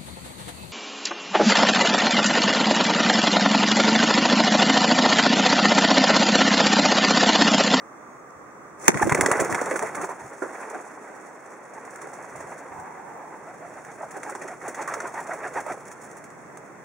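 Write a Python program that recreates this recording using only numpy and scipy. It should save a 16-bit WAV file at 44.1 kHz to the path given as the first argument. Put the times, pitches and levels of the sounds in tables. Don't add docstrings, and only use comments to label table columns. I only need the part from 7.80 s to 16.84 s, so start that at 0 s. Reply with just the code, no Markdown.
import sys
import numpy as np
from scipy import signal
from scipy.fft import rfft, irfft, next_fast_len
from scipy.io import wavfile

SR = 44100
rng = np.random.default_rng(int(sys.argv[2]) if len(sys.argv) > 2 else 0)


def attenuation_scalar(level_db):
    decades = np.asarray(level_db, float) / 20
    return 10 ** decades


def store_wav(level_fs):
    pcm = np.round(np.clip(np.atleast_2d(level_fs), -1, 1) * 32767)
    wavfile.write(sys.argv[1], SR, pcm.T.astype(np.int16))


N = 398663

BIRD_PAN_DB = -1.5
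# f/Hz, density/dB
RUSTLE = [(1500, -44), (3000, -1), (6000, 2.5), (10000, 5.5), (16000, -3.5)]
# f/Hz, likeness/-1..1
WING_ALIKE = [(100, 1), (1000, 0.965), (3000, 0.94), (8000, 0.66), (15000, 0.067)]


def in_time(rows):
    s, *columns = np.transpose(rows)
    return [np.interp(np.arange(N) / SR, s, c) for c in columns]


def at_hz(points, hz):
    point_hz, value = np.transpose(points)
    return np.interp(np.log(hz + 1), np.log(point_hz), value)


def drift(rate_hz):
    r = np.exp(-80 * np.pi * rate_hz / SR)
    slow = signal.lfilter([1], [1, -2 * r, r * r], rng.standard_normal(N // 40 + 2002))[2000:]
    slow = slow / np.sqrt(np.mean(slow ** 2) + 1e-20)
    return np.interp(np.arange(N) / 40, np.arange(len(slow)), slow)


def noise(spectrum, alike):
    size = next_fast_len(N)
    hz = np.arange(size // 2 + 1) * SR / size
    mid, side = rfft(rng.standard_normal((2, size))) * attenuation_scalar(at_hz(spectrum, hz))
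    share = np.clip(at_hz(alike, hz), -.99, .99)
    pair = np.array([mid * np.sqrt(1 + share), side * np.sqrt(1 - share)])
    mid, side = irfft(pair, size)[:, :N]
    return np.array([mid + side, mid - side]) / np.std(mid)


def sides(pan_db):
    return attenuation_scalar([[pan_db / 2], [-pan_db / 2]])


def swells(rows):
    t = np.arange(0, N + 32, 32) / SR
    bells = sum(attenuation_scalar(level_db) * np.exp(-((t - s) / width_s) ** 2) for s, level_db, width_s in rows)
    return np.interp(np.arange(N) / SR, t, bells)


def decay(t60_s, rise_s):
    t = np.arange(SR // 5) / SR
    return np.minimum(t / rise_s, 1) * attenuation_scalar(-60 * t / t60_s)


def snaps():
    # t/s, bright peak/dB, body re bright/dB, tail/dB
    take_off = [(1.0526, -31.5, 10, 0), (1.0805, -2, -.5, -37), (1.0925, -26, 8, -25),
                (1.141, -29.5, 14.5, -8), (1.1726, -26, 13, -9), (1.217, -22, -3, -5), (1.245, -29, 0, -20),
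                (1.2714, -32, 2, -14), (1.2945, -16, 12.5, -16), (1.3225, -24, 11, -26),
                (1.3467, -16, 8, -24), (1.3754, -26, 8, -6), (1.4093, -8, 4.5, -17), (1.4605, -8, 4, -16),
                (1.5142, -10, 8, -16), (1.5692, -26, 0, -14), (1.5974, -15, 7.5, -6.5),
                (1.6467, -24, -15, -13), (1.698, -22, -6, -5), (1.7244, -23, 0, -22),
                (1.7455, -15.5, 8, -13), (1.812, -23, 4, -10), (1.858, -23, 4, -16), (1.9106, -28, 15, -9),
                (1.957, -22.5, 4, -5), (1.992, -26, 2, -22), (2.0229, -28, 5, -7),
                (2.1464, -26.5, 10, -6.5), (2.212, -27.5, 6, -4), (2.2394, -34, -6, -1),
                (2.291, -33, 5, -3)]
    # t/s, bright peak/dB, tail/dB
    circling = [(2.3926, -38, -2), (2.621, -35, -1), (2.8986, -32.5, -11), (3.934, -40, -6),
                (3.9944, -42, -5), (4.0483, -39, -5), (4.1037, -39, -6), (4.1575, -38, -11),
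                (4.215, -29.5, -8), (4.271, -41, -13), (4.331, -35, -2), (4.5556, -33, -7),
                (4.603, -33, -8), (4.778, -35, -3), (4.9986, -38, -19)]
    # t/s, bright peak/dB, tail/dB
    homeward = [(5.9345, -42, -6), (6.0474, -36.5, -11), (6.116, -37, -12), (6.3064, -35, -5),
                (6.366, -33.5, -8), (6.431, -26, -12), (6.493, -31, -2.5), (6.55, -28.5, -9),
                (6.614, -33.5, -1), (6.6763, -29.5, -6.5), (6.817, -42, -6), (6.8778, -28, -2),
                (6.944, -27, -8), (7.0115, -29.5, 0), (7.0745, -25, -6), (7.1373, -21.5, -11),
                (7.202, -24, -8.4), (7.2685, -34, 0), (7.3378, -32, -3), (7.4, -35, -3), (7.466, -36, -4),
                (7.534, -32, -10), (7.6706, -32, -9), (7.7325, -40, -2), (7.799, -32, -4),
                (7.8626, -35, -10), (7.915, -36, 2)]
    # t/s, bright peak/dB, tail/dB
    folding = [(8.0038, -42, -8), (8.0517, -46, 6), (8.075, -43, 3), (8.11, -35, -4), (8.2128, -46, 0),
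               (8.232, -44, 3), (8.308, -42, 0), (8.365, -42, 0), (8.438, -36, -7), (8.5012, -43, -6),
               (8.7715, -35, -14)]
    # t/s, level/dB
    tick = (.506, -51)
    # f/Hz, density/dB
    clap_body = [(150, -36), (500, 0), (1200, 7), (2200, 10.5), (4500, 3), (8000, -58)]
    crack_t60_s, crack_dry_s_per_db = .016, .0003
    tilt_db, split_hz = 3, 8000

    rows = list(take_off)
    for table, body_db in [(circling, -3), (homeward, 5), (folding, 4)]:
        rows += [(s, db, body_db, tail_db) for s, db, tail_db in table]
    rows += [(*tick, -20, -20)]
    bright, sharp, body, clicks = np.zeros((4, N + SR))
    for (s, peak_db, body_db, tail_db), lean in zip(rows, rng.uniform(-1, 1, len(rows))):
        start = round(s * SR)
        span = slice(start, start + SR // 5)
        t60_s = np.clip(crack_t60_s - crack_dry_s_per_db * tail_db, .006, .2)
        rise_s = .0002 + .012 * attenuation_scalar(1.5 * tail_db)
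        crack = decay(t60_s, rise_s)
        tail = attenuation_scalar(tail_db) * decay(.11, .0069)
        bright[span] += attenuation_scalar(peak_db - tilt_db * lean) * (crack + tail)
        sharp[span] += attenuation_scalar(peak_db + tilt_db * lean) * (crack + tail)
        body[span] += attenuation_scalar(peak_db + body_db) * (crack + .5 * tail)
        clicks[start + 20] -= attenuation_scalar(peak_db + body_db - .76 * tail_db - 23.5)
    click_band = signal.butter(1, [700, 2600], "band", fs=SR, output="sos")
    pop = attenuation_scalar(10) * signal.sosfilt(click_band, clicks[:N])
    hiss = noise(RUSTLE, WING_ALIKE)
    low = signal.sosfilt(signal.butter(2, split_hz, fs=SR, output="sos"), hiss)
    bright = attenuation_scalar(.5) * (bright[:N] * low + sharp[:N] * (hiss - low))
    body = attenuation_scalar(-3.5) * body[:N] * noise(clap_body, WING_ALIKE)
    return sides(BIRD_PAN_DB) * (attenuation_scalar(2.8 * drift(250)) * (bright + body) + pop)


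def strokes():
    # peak t/s, peak/dB, whistle f/Hz, whistle share/0..1
    away = [(1.231, -10.5, 880.0, 0.55), (1.3225, -17, 986, 0.6), (1.602, -20, 900.0, 0.1),
            (1.755, -22, 1000, 0.7), (2.244, -21.5, 386.7, 0.22), (2.313, -30, 890, 0.7),
            (2.413, -34.0, 923, 0.5), (2.756, -31, 850, 0.4), (2.835, -31.5, 910, 0.1),
            (2.955, -29, 700, .4), (3.288, -36.5, 820.0, 0.65), (3.98, -39, 900, 0.8),
            (4.724, -41, 726, 0.4), (5.002, -37.5, 757, 0.8), (5.08, -42, 900, .5), (5.197, -37, 800, .7),
            (5.3, -41, 900, .5)]
    # peak t/s, peak/dB, whistle f/Hz, whistle share/0..1
    home = [(5.42, -39, 830, .7), (5.55, -41, 970.0, 0.7), (5.695, -36.5, 723, 0.4),
            (5.845, -37.5, 712, 0.6), (5.98, -36, 701, 0.24), (6.099, -35.5, 830.0, 0.3),
            (6.236, -31.5, 740.0, 0.8), (6.36, -33, 850, 0.4), (6.483, -28.5, 850.0, 0.63),
            (6.64, -32.5, 420, 0.5), (6.722, -31, 710.0, 0.5), (6.868, -29.5, 780.0, 0.45),
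            (7.0, -26.5, 900, 0.25), (7.125, -25.5, 720, 0.15), (7.256, -30, 700.0, 0.36),
            (7.388, -25.5, 960, 0.3), (7.52, -28.5, 740, 0.55), (7.653, -25, 750, 0.5),
            (7.78, -21, 860, 0.35), (7.904, -23.5, 750.0, 0.4)]
    # f/Hz, density/dB
    whoosh_colour = [(100, -30), (300, -3), (700, 3), (1500, -1.5), (2500, -2), (4000, -11.5), (8000, -27)]
    away_width_s, home_width_s, width_s_per_db = .025, .037, -.0007
    away_fall, home_fall = .4, .75

    rows = [(*row, away_width_s, away_fall) for row in away]
    rows += [(*row, home_width_s, home_fall) for row in home]
    swell, whistle = np.zeros((2, N))
    half = SR // 8
    t = np.arange(-half, half) / SR
    wobble = drift(110)
    flutter = attenuation_scalar(4.5 * np.clip(drift(60), -3, .8))
    for s, peak_db, hz, share, width_s, fall in rows:
        span = slice(round(s * SR) - half, round(s * SR) + half)
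        width_s = np.clip(width_s + width_s_per_db * (peak_db + 30), .005, .08)
        share = np.clip(share, 0, .8)
        speed = np.exp(-np.abs(t / (width_s * np.where(t < 0, .95, fall))) ** 1.9)
        pitch_hz = hz * (.74 + .28 * speed) * (1 + .07 * wobble[span])
        phase = 2 * np.pi * np.cumsum(pitch_hz) / SR
        octave = attenuation_scalar(-6 + .3 * min(peak_db + 25, 0)) * np.sin(2 * phase + 1)
        swell[span] += attenuation_scalar(peak_db - 7.5) * np.sqrt(1 - share) * speed ** .87
        whistle[span] += attenuation_scalar(peak_db - 1.5) * np.sqrt(share) * speed ** 1.3 * (np.sin(phase) + octave)
    whoosh = noise(whoosh_colour, WING_ALIKE) + attenuation_scalar(-13) * noise(RUSTLE, WING_ALIKE)
    return sides(BIRD_PAN_DB) * (swell * whoosh + whistle * flutter)


def knocks():
    # t/s, peak/dB, ring f/Hz, t60/s
    dull = [(1.079, -13, 750, 0.056), (1.083, -12, 290, 0.04), (1.32, -11, 972, 0.023),
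            (1.348, -15, 400, .02), (1.384, -16.5, 450, 0.05), (1.482, -13.5, 430, 0.11),
            (1.427, -17, 880, .15), (1.529, -14, 850, 0.11), (1.594, -16, 450, 0.1),
            (1.619, -15, 424, 0.015), (1.699, -22, 400, 0.08), (1.725, -14, 1800, 0.015),
            (1.812, -17, 400, 0.1), (1.912, -16.5, 440, 0.09), (1.957, -17.5, 1700, 0.05),
            (1.991, -24, 1090, 0.045), (2.026, -16, 520, 0.1), (2.29, -23, 820, 0.04),
            (2.619, -20, 420, 0.17), (2.62, -23, 1200, 0.18), (2.945, -31, 350, 0.1),
            (6.55, -25.5, 1000, 0.06), (7.076, -23, 1200, 0.14), (7.202, -25, 1400, .05),
            (7.252, -21, 807, 0.04), (7.862, -26, 676, 0.04), (7.91, -28, 330, .1)]
    # t/s, peak/dB, ring f/Hz
    home_puffs = [(6.205, -31, 750), (6.228, -24.5, 740), (6.362, -31, 450), (6.465, -32, 450),
                  (6.49, -29, 950), (6.515, -31, 430), (6.55, -31, 430), (6.612, -29, 1900),
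                  (6.615, -30, 430), (6.645, -32, 430), (6.678, -28, 1800), (6.812, -33, 1500),
                  (6.878, -29, 420), (6.88, -29, 1500), (6.99, -26, 900), (7.005, -30, 430),
                  (7.02, -28, 2000), (7.138, -25, 1100), (7.165, -29, 500), (7.338, -29, 650),
                  (7.352, -29, 1700), (7.488, -26, 700), (7.505, -25, 1550), (7.53, -27, 720),
                  (7.63, -30, 2300), (7.637, -24.5, 1600), (7.66, -30, 2400), (7.752, -27, 1700),
                  (7.77, -28, 2300), (7.878, -26, 720), (7.915, -28, 2100), (7.935, -30, 650),
                  (7.235, -34, 430), (7.645, -30, 450), (7.755, -26, 450), (7.8, -31, 450),
                  (6.52, -31, 1700), (7.6, -32, 1600), (7.97, -35, 600)]
    # t/s, peak/dB, ring f/Hz
    away_puffs = [(1.192, -21, 1000), (1.196, -25, 1900), (1.21, -18, 380), (1.268, -19, 300),
                  (1.368, -21, 1800), (1.408, -16, 400), (1.432, -23, 380), (1.456, -19, 350),
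                  (1.508, -21, 400), (1.51, -13, 1000), (1.532, -17, 1800), (1.552, -21, 1700),
                  (1.548, -22, 400), (1.632, -22, 420), (1.652, -23, 420), (1.652, -23, 1800),
                  (1.69, -21, 750), (1.778, -22, 1000), (1.788, -21, 1800), (1.812, -20, 950),
                  (1.865, -21, 950), (1.912, -20, 1850), (1.932, -21, 430), (1.952, -21, 430),
                  (1.953, -23, 950), (2.02, -23, 950), (2.06, -25, 1750), (2.168, -25, 1000),
                  (2.176, -28, 1700), (2.185, -26, 700), (2.208, -24, 1000), (2.238, -24, 950),
                  (2.288, -28, 400), (2.308, -24, 900), (2.75, -33, 1900), (2.825, -32, 2000),
                  (3.0, -32, 750), (3.06, -34, 900), (3.17, -35, 900), (3.27, -37, 1800)]
    # t/s, peak/dB, ring f/Hz
    far_puffs = [(3.935, -33, 832), (3.976, -31, 1010), (4.048, -32, 579), (4.077, -28, 907),
                 (4.158, -30, 1220), (4.216, -30, 1180), (4.245, -29, 398), (4.273, -29, 681),
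                 (4.334, -31, 807), (4.388, -29, 724), (4.445, -27, 829), (4.554, -26, 818),
                 (4.605, -25, 686), (4.67, -28, 732), (4.72, -27, 732), (4.764, -30, 560),
                 (4.802, -32, 581), (4.859, -33, 444), (4.923, -31, 716)]
    pan_db, knock_rise_s = -2.2, .00074
    puff_t60_s, puff_rise_s = .06, .005
    far_db, far_lead_s, tip_hz, tip_db = -6, .005, 1900, -5

    far = [(s - far_lead_s, db + far_db, hz) for s, db, hz in far_puffs]
    far += [(s, db + tip_db, tip_hz) for s, db, hz in far]
    rows = [(*row, knock_rise_s) for row in dull]
    rows += [(*row, puff_t60_s, puff_rise_s) for row in [*home_puffs, *away_puffs, *far]]
    shakes = rng.standard_normal((len(rows), 2, SR // 5))
    out = np.zeros((2, N))
    for (s, peak_db, hz, t60_s, rise_s), shake in zip(rows, shakes):
        start = round(s * SR)
        band = signal.butter(2, [.76 * hz, 1.35 * hz], "band", fs=SR, output="sos")
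        mid, side = signal.sosfilt(band, shake * decay(np.clip(t60_s, .01, .2), rise_s))
        pair = np.array([mid + .2 * side, mid - .22 * side]) / np.abs(mid).max()
        out[:, start:start + SR // 5] += attenuation_scalar(peak_db) * sides(pan_db) * pair
    return out


def pushes():
    # t/s, peak/dB, f/Hz
    slugs = [(1.154, -22, 170), (1.23, -20, 100), (1.32, -12, 140), (1.347, -20, 240), (1.385, -25, 90),
             (1.424, -23, 100), (1.462, -21, 240), (1.514, -24, 150), (1.574, -28, 140), (1.614, -21, 150),
             (1.722, -26, 150)]
    length_cycles = 2.5
    out, t = np.zeros((2, N)), np.arange(SR // 5) / SR
    for s, peak_db, hz in slugs:
        start = round(s * SR)
        swing = np.sin(2 * np.pi * hz * t + np.array([[.9], [-.9]]))
        swing = swing * decay(length_cycles * 2 / hz, .6 / hz)
        out[:, start:start + SR // 5] += attenuation_scalar(peak_db + 4.5) * swing
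    return out


def wing_air():
    # t/s, rush/dB, ruffle re rush/dB
    air = [(1.07, -34.5, -10), (1.47, -24.5, -17.5), (2.09, -30, -16), (2.4, -40, -17), (2.89, -36, -17.5),
           (3.25, -42.5, -17), (3.9, -45, -18), (4.15, -39.5, -17.5), (4.7, -38.5, -16.5),
           (5.1, -43.5, -25), (6.09, -43.5, -15.5), (6.7, -39.5, -16.5), (7.09, -35, -19.5),
           (7.79, -38.5, -16.5), (8.05, -42.5, -17), (8.39, -44, -16.5), (8.5, -48.5, -16),
           (9.04, -47, -22)]
    # t/s, change/dB, width/s
    lulls = [
        (1.12, -3, .02),
        (1.255, -3, .01),
        (1.336, -9, .009),
        (1.68, -3, .01),
        (2.12, -6, .022),
    ]
    # f/Hz, density/dB
    rush_colour = [(60, -65), (150, -11.5), (400, 4), (900, 4), (1800, -2), (2600, -5), (4500, -15.5),
                   (8000, -46)]
    post_s, post_width_s, post_rush_db, post_rustle_db = 6.785, .04, -7, -3

    rush_db, ruffle_db = in_time(air)
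    hidden = swells([(post_s, 0, post_width_s)])
    slack_db = -swells([(s, 20 * np.log10(-db), width_s) for s, db, width_s in lulls])
    rustle_db = rush_db + ruffle_db + post_rustle_db * hidden + slack_db
    rush_db = rush_db + post_rush_db * hidden + slack_db
    rush = attenuation_scalar(rush_db - 3.3 + 1.6 * drift(30)) * noise(rush_colour, WING_ALIKE)
    rustle = attenuation_scalar(rustle_db + 5.5 + 2.2 * drift(26) + 2.5 * drift(300)) * noise(RUSTLE, WING_ALIKE)
    flying = np.clip((np.arange(N) / SR - .975) / .07, 0, 1)
    return flying * sides(BIRD_PAN_DB) * (rush + rustle)


def gusts():
    # t/s, level/dB, width/s
    puffs = [(1.1, -46, 0.034), (1.158, -27.5, 0.023), (1.24, -27.5, 0.017), (1.272, -26, 0.017),
             (1.326, -21.5, 0.011), (1.365, -30, 0.015), (1.398, -22.5, .012), (1.45, -31, 0.023),
             (1.62, -34, 0.014), (1.72, -34.5, 0.038), (1.85, -45, 0.064), (2.03, -45, 0.053),
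             (2.2, -43, 0.061)]
    # f/Hz, density/dB
    gust_colour = [(30, -55), (70, -8), (150, 3), (300, 5), (600, -4), (1500, -47.5)]
    # t/s, level/dB, width/s
    thumps = [
        (.57, -56, 0.021),
        (2.45, -49, 0.032),
        (4.6, -53, 0.066),
        (4.98, -47.5, 0.053),
        (7.78, -55, .04),
        (7.92, -56, .03),
    ]
    # f/Hz, density/dB
    thump_colour = [(25, -33), (50, -20), (90, -3), (160, -4.5), (300, -31)]
    lumps = swells(puffs) * attenuation_scalar(-3 + 2.7 * np.array([drift(25), drift(29)]))
    buffeting = lumps * noise(gust_colour, [(50, .28), (500, .093)])
    return buffeting + swells(thumps) * noise(thump_colour, WING_ALIKE)


def walls(x):
    # delay/s, level/dB
    echoes = [
        (.011, -16),
        (.023, -22),
        (.037, -26),
        (.067, -28),
    ]
    dull, out = signal.lfilter([.4], [1, -.6], x), np.zeros_like(x)
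    for k, (s, level_db) in enumerate(echoes):
        lag = round(s * SR)
        out[:, lag:] += attenuation_scalar(level_db) * dull[::(-1) ** k, :-lag]
    return out


def street():
    # f/Hz, density/dB
    hum_colour = [(100, -38), (200, -5.5), (300, -0.5), (450, -1), (750, -3), (1150, -5.5), (2000, -10),
                  (4000, -17.5), (7000, -23), (16000, -27.5)]
    # f/Hz, likeness/-1..1
    alike = [(60, -0.47), (180, 0.91), (550, 0.54), (1650, 0.3), (4970, -0.38), (15000, 0.11)]
    # t/s, deep/dB, engine drone/dB
    rumble = [
        (0.0, -78, -62),
        (0.95, -69, -60),
        (1.28, -70, -44),
        (2.82, -78, -67),
        (3.95, -90, -63),
        (4.45, -73.5, -58.5),
        (9.04, -74, -55.5),
    ]
    # f/Hz, density/dB
    deep_colour = [(25, -36.5), (50, -8.5), (75, -2.5), (110, -18.5), (200, -46.5)]
    # f/Hz, density/dB
    drone_colour = [(50, -45), (90, -16.5), (130, 2), (190, -1), (300, -26)]
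    # f/Hz, density/dB
    tyre_colour = [(700, -33.5), (1020, -8), (1180, 0), (1350, -9), (1900, -30)]
    # start/s, end/s, f/Hz, level/dB, wobble/Hz
    tones = [
        (.14, .36, 3450, -62, 90),
        (.18, .43, 6610, -65.5, 45),
        (.18, .43, 13200, -60, 60),
        (0, 9.04, 7866, -70.5, 14),
    ]
    # f/Hz, density/dB
    passing_colour = [(500, -30), (750, -3), (900, 0), (1050, -4), (1500, -30)]
    # t/s, level/dB, width/s
    passing_car = [
        (5.0, -44, .12),
        (5.35, -45, .3),
    ]
    hum_db, tyres_db, tyres_end_s = -47, -52, 1.7

    t = np.arange(N) / SR
    deep_db, drone_db = in_time(rumble)
    out = attenuation_scalar(hum_db - .5 + .77 * drift(1.9)) * noise(hum_colour, alike)
    out += attenuation_scalar(deep_db) * noise(deep_colour, alike)
    out += attenuation_scalar(drone_db) * noise(drone_colour, alike)
    out += attenuation_scalar(tyres_db) * np.clip((tyres_end_s - t) / .85, 0, 1) * noise(tyre_colour, alike)
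    for start, end, hz, level_db, wobble_hz in tones:
        fade = np.clip(np.minimum(t - start, end - t) / .036, 0, 1)
        phase = 2 * np.pi * np.cumsum(hz + wobble_hz * drift(60)) / SR
        out += attenuation_scalar(level_db + 2 * drift(25)) * fade * np.sin(phase)
    out += swells(passing_car) * noise(passing_colour, alike)
    return sides(-1.7) * out


def scene():
    # t/s, side gain/dB
    spread = [
        (1.0, 11),
        (1.1, 17),
        (1.3, 4.5),
        (1.6, 3),
        (2.3, 6),
        (3, 7.5),
        (9.04, 2),
    ]
    beats = snaps() + strokes() + knocks()
    left, right = beats + walls(beats) + wing_air()
    low_pass = signal.butter(2, 7000, fs=SR, output="sos")
    side = signal.sosfilt(low_pass, left - right * attenuation_scalar(BIRD_PAN_DB)) / 2
    extra_side = (attenuation_scalar(in_time(spread)[0]) - 1) * side
    return np.array([left + extra_side, right - extra_side]) + gusts() + pushes() + street()


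def roll_off(x):
    return signal.sosfilt(signal.butter(12, 16370, fs=SR, output="sos"), x)


def record(dry):
    # f/Hz, gain/dB
    mic = [(2000, 0.5), (2700, -12), (3500, -18), (4500, -17.5), (5600, -5.5), (6400, -1.5), (10300, -9.5),
           (11800, -23.5), (12800, -33), (14600, -12), (15700, -5)]
    # f/Hz, width/Hz, gain/dB
    notches = [(3003, 200, -12), (4002, 140, -15), (5010, 190, -15), (12000, 290, -14), (14000, 300, -16)]
    low_cut_hz, top_cut_hz = 45, 15880
    bend, bend_hz = .12, 11000

    hz = np.arange(1025) * SR / 2048
    level_db = at_hz(mic, hz)
    level_db = level_db + sum(db * np.exp(-((hz - at) / width_hz) ** 2) for at, width_hz, db in notches)
    cepstrum = irfft(np.log(attenuation_scalar(level_db)))
    cepstrum[1:1024] *= 2
    cepstrum[1025:] = 0
    response = irfft(np.exp(rfft(cepstrum)))
    x = signal.fftconvolve(dry, response[None], axes=1)[:, :N]
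    x = signal.sosfilt(signal.butter(2, low_cut_hz, "high", fs=SR, output="sos"), x)
    bend_band = signal.butter(4, bend_hz, "high", fs=SR, output="sos")
    x = x + bend * signal.sosfilt(bend_band, np.clip(x, -1, 1) ** 2)
    x = signal.sosfilt(signal.cheby2(14, 30, top_cut_hz, fs=SR, output="sos"), x)
    return roll_off(x)


dry = scene()
out = record(dry)
store_wav(out)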